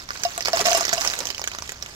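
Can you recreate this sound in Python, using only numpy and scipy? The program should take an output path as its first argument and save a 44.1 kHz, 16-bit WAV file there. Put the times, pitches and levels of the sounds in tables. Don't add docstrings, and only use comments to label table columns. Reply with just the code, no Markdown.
import sys
import numpy as np
from scipy import signal
from scipy.fft import rfft, irfft
from scipy.io import wavfile

SR = 44100
rng = np.random.default_rng(int(sys.argv[2]) if len(sys.argv) > 2 else 0)


def dump(signal):
    limited = np.clip(np.atleast_2d(signal).T, -1, 1)
    pcm = np.round(limited * 32767).astype(np.int16)
    wavfile.write(sys.argv[1], SR, pcm)


N = 85995
LEFT_LAG_S = 0.00016


def amp(db):
    return 10 ** (np.asarray(db) / 20)


def unit_rms(x):
    return x / np.sqrt(np.mean(x ** 2) + 1e-20)


def gain_at(points, hz):
    f, db = np.transpose(points)
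    return amp(np.interp(np.log(hz + 1), np.log(f + 1), db))


def add(mix, start_s, sound):
    part = mix[:, max(round(start_s * SR), 0):][:, :sound.shape[1]]
    part += sound[:, :part.shape[1]]


def resonate(x, hz, width_hz):
    b, a = signal.iirpeak(min(hz, SR / 2 - 1), hz / width_hz, SR)
    return signal.lfilter(b, a, signal.lfilter(b, a, x))


def colour(x, points, size=2048):
    log_gain = np.log(gain_at(points, abs(np.fft.fftfreq(size, 1 / SR))))
    taps = np.fft.ifft(np.exp(np.conj(signal.hilbert(log_gain)))).real
    return signal.oaconvolve(x, taps[:size // 2])[:N]


def outdoor_air(level_db=-46, mono_hz=990):
    # f/Hz, relative density/dB
    spectrum = [(20, -5.5), (66, 4.5), (95, 0), (300, -9.5), (1500, -16), (6300, -16.5), (9500, -64),
                (15000, -48)]
    hz = np.fft.rfftfreq(N, 1 / SR)
    left, spare = rfft(rng.standard_normal((2, N)))
    coherence = .96 / (1 + (hz / mono_hz) ** 2)
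    right = coherence * left + np.sqrt(1 - coherence ** 2) * spare
    return amp(level_db) * unit_rms(irfft(np.array([left, right]) * gain_at(spectrum, hz), N))


def ball_strike(shell_hz, body_db, body_hz):
    contact_s, crack_s, ring_s = .00042, .0009, .005
    note_width_hz, hollow_width_hz = 1540, 230
    coherence, lag_spread_s = .98, .00007
    t = np.arange(1024) / SR

    def equal_energy(x):
        return x / np.sqrt((x ** 2).sum() / (2 * (SR // 260)))

    envelope = (1 - np.exp(-t / contact_s)) * (np.exp(-t / crack_s) + amp(-13) * np.exp(-t / ring_s))
    right, spare = rng.standard_normal((2, len(t))) * envelope
    crack = np.array([coherence * right + np.sqrt(1 - coherence ** 2) * spare, right])
    shell = resonate(crack, shell_hz, width_hz=2090)
    note = np.exp(-np.pi * note_width_hz * t) * np.sin(2 * np.pi * shell_hz * np.array([t, t]))
    knock = resonate(crack, body_hz, width_hz=1470)
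    hollow = np.exp(-np.pi * hollow_width_hz * t) * np.sin(2 * np.pi * body_hz * t)
    body = unit_rms(knock) + amp(-1) * unit_rms(hollow)
    thud = resonate(np.array([right, right]), hz=540, width_hz=5400)
    tick = np.diff(crack, prepend=0)
    parts = [(0, shell), (-6.5, note), (body_db, body), (-9, thud), (-13, tick)]
    hit = sum(amp(db) * equal_energy(part) for db, part in parts)
    lag = max(round((LEFT_LAG_S + lag_spread_s * rng.standard_normal()) * SR), 0)
    hit[0] = np.pad(hit[0], (lag, 0))[:len(t)]
    return equal_energy(hit)


def bounces(count=900):
    # t/s, level/dB
    pour = [(0, -32.5), (0.066, -48.5), (.11, -36.5), (.34, -34.5), (.44, -38), (.475, -25), (0.513, -36),
            (0.557, -23), (0.61, -21), (0.635, -33), (0.662, -17.5), (.77, -22.5), (.91, -29), (.99, -27.5),
            (1.05, -23.5), (1.235, -35), (1.285, -31.5), (1.335, -38.5), (1.732, -39.5), (1.8, -44),
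            (1.95, -38)]
    out = np.zeros((2, N))
    times_s = (np.arange(count) + rng.uniform(-1, 1, count)) * N / SR / count
    deviates = np.clip(rng.standard_normal((count, 4)), -2, 1.5)
    for start_s, (strength, pitch, body, body_pitch) in zip(times_s, deviates):
        hit = ball_strike(shell_hz=5856 * np.exp(.22 * pitch), body_db=-6 + 3 * body,
                          body_hz=1600 * np.exp(.33 * body_pitch))
        add(out, start_s, amp(3.3 * strength) * hit)
    return unit_rms(out) * amp(np.interp(np.arange(N) / SR, *np.transpose(pour)))


def clacks():
    # t/s, level/dB, shell f/Hz, body level/dB re shell, body f/Hz
    strikes = [(0.0893, -27, 5400, -1, 1380), (0.1056, -21, 4800, 6, 1450), (0.156, -32, 4700, 16, 1490),
               (0.235, -14.5, 6180, -12.5, 1580), (0.2504, -18.5, 4700, -16, 1090),
               (0.378, -17, 7600, -5.5, 1160), (0.4073, -19, 5500, -5, 2270), (0.424, -23, 5200, -11, 1560),
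               (0.4502, -20, 5300, -13.5, 1620), (0.457, -14.5, 4600, -6.5, 1530),
               (0.4735, -20.5, 4950, 0, 2280), (0.4833, -15.5, 5500, 1.5, 810),
               (0.5319, -15.5, 5170, -11, 1590), (0.571, -17, 5150, 4, 990), (0.603, -22, 5800, 0, 2000),
               (0.6122, -14.5, 5640, -13, 940), (0.6577, -12.5, 6230, -8, 1650),
               (0.7047, -21, 4960, -13, 1580), (0.7305, -13.5, 5640, -7.5, 1600),
               (0.7485, -14, 5600, -16, 1610), (0.7738, -12, 8340, -18, 1100),
               (0.8085, -14.5, 6750, -12, 1210), (0.8512, -15, 5850, -6.5, 1620),
               (0.881, -18.5, 5400, -6, 780), (0.8924, -16, 5600, -2, 2060), (0.9295, -13.5, 5000, 3, 1640),
               (0.9339, -11, 6560, -11, 1620), (0.9796, -20.5, 5100, -5, 2860),
               (1.0099, -18, 5970, -23, 1090), (1.017, -18.5, 5400, -12, 1610),
               (1.0494, -15.5, 6500, -5.5, 1720), (1.0628, -23, 5040, 0, 1110),
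               (1.0748, -12, 5400, -22, 1640), (1.1, -21, 4800, -7, 1450), (1.1363, -20, 7300, -0.5, 1590),
               (1.1897, -17, 6950, -15, 1570), (1.2043, -21, 4670, -7.5, 1570),
               (1.2542, -19.5, 5870, -11.5, 840), (1.2702, -19.5, 5900, -7.5, 3450),
               (1.3032, -19, 5100, -4, 2540), (1.347, -26, 5130, -2, 3050), (1.3808, -24.5, 5000, -3, 2860),
               (1.3945, -24.5, 6300, -4, 830), (1.416, -23, 5140, -6.5, 860),
               (1.4403, -20.5, 6860, -2, 1860), (1.4747, -15.5, 6800, -7, 1620),
               (1.516, -28, 7230, 4, 2370), (1.5357, -31.5, 4330, -6, 1510), (1.5485, -26, 4970, 2, 1330),
               (1.586, -23.5, 5800, 1, 1400), (1.6223, -24, 5700, -6.5, 1080),
               (1.6759, -33, 6000, -3, 3300), (1.6924, -22, 6900, -2.5, 1930),
               (1.7199, -24.5, 7060, -10.5, 1580), (1.825, -21.5, 5300, -24, 1380),
               (1.861, -29.5, 7100, 2, 1640)]
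    out = np.zeros((2, N))
    for start_s, db, shell_hz, body_db, body_hz in strikes:
        add(out, start_s, amp(db) * ball_strike(shell_hz, body_db, body_hz))
    return out


def cup_wall():
    # t/s, level/dB
    hits = [(0.2485, -35), (0.536, -33), (0.657, -29.5), (0.75, -28), (0.9777, -38)]
    modes_hz = [1111, 2795, 5142]
    # relative level/dB, T60/s
    rings = [(4.5, 0.18), (9.5, 0.16), (3.5, 0.14)]
    out = np.zeros((2, N))
    t = np.maximum(np.arange(SR // 4) / SR - np.array([[LEFT_LAG_S], [0]]), 0)
    for start_s, db in hits:
        wall = sum(amp(mode_db - 60 * t / t60_s) * np.sin(2 * np.pi * (hz * t + rng.random()))
                   for hz, (mode_db, t60_s) in zip(modes_hz, rings))
        add(out, start_s, amp(db) * wall * np.array([[.5], [1]]))
    return out


def cup_pocks(rise_s=.0047, decay_s=.011):
    # t/s, level/dB, air f/Hz
    pocks = [(.2492, -15, 698), (.379, -27.5, 679), (.5325, -12.5, 664), (.594, -18.5, 690),
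             (0.6521, -17.5, 667), (.665, -14.5, 682), (.679, -14, 665), (.713, -15, 690),
             (0.745, -14, 668), (.808, -23.5, 679), (.929, -19.5, 677), (.977, -21, 671)]
    out = np.zeros((2, N))
    t = np.maximum(np.arange(SR // 4) / SR - np.array([[LEFT_LAG_S], [0]]), 0)
    u = t / rise_s
    swell = u ** 2 * np.exp(2 * (1 - u))
    tail = (1 - np.exp(-u)) * np.exp(1 - t / decay_s)
    envelope = (swell + tail) / (swell + tail).max()
    for start_s, db, hz in pocks:
        add(out, start_s, amp(db) * envelope * np.sin(2 * np.pi * hz * t))
    return out


def thumps(centre_hz=510, width_hz=1020, rise_s=.012):
    # t/s, level/dB
    landings = [(0.476, -34.5), (.598, -26.5), (0.775, -32), (1.199, -32.5)]
    out = np.zeros((2, N))
    u = np.arange(SR // 10) / SR / rise_s
    band = signal.iirpeak(centre_hz, centre_hz / width_hz, SR)
    for start_s, db in landings:
        noise = unit_rms(signal.lfilter(*band, rng.standard_normal(len(u))))
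        add(out, start_s, amp(db) * np.array([noise, noise]) * u * np.exp(1 - u))
    return out


def yard_echo(x, level_db=-10, t60_s=.04, gap_s=.003):
    t = np.arange(SR // 3) / SR
    sparse = rng.standard_normal((2, len(t))) * (rng.random((2, len(t))) < .06)
    taps = sparse * (t > gap_s) * amp(-60 * t / t60_s)
    taps /= np.linalg.norm(taps, axis=1, keepdims=True)
    return amp(level_db) * signal.fftconvolve(x, taps, axes=1)[:, :N]


def scene():
    # f/Hz, gain/dB
    left_ear = [(100, -13.5), (600, 1.5), (1400, -3), (2300, -4), (5500, -12.5), (7400, -7.5), (10200, -6),
                (11600, 4.5), (15000, -1)]
    right_ear = [(100, -12.5), (600, 0), (1800, 0), (4000, 4), (6200, 0), (7400, -1.5), (8200, -13.5),
                 (10100, -9.5), (11500, 6.5), (15400, 1.5)]
    left, right = clacks() + bounces()
    balls = np.array([colour(left, left_ear), colour(right, right_ear)])
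    direct = balls + cup_wall() + cup_pocks() + thumps()
    return direct + yard_echo(direct) + outdoor_air()


def record(dry, ceiling=.95, cutoff_hz=15900):
    clipped = dry / (1 + (dry / ceiling) ** 6) ** (1 / 6)
    lowpass = signal.firwin(255, cutoff_hz, window=("kaiser", 9), fs=SR)
    return signal.oaconvolve(clipped, lowpass[None], "same")


dry = scene()
out = record(dry)
dump(out)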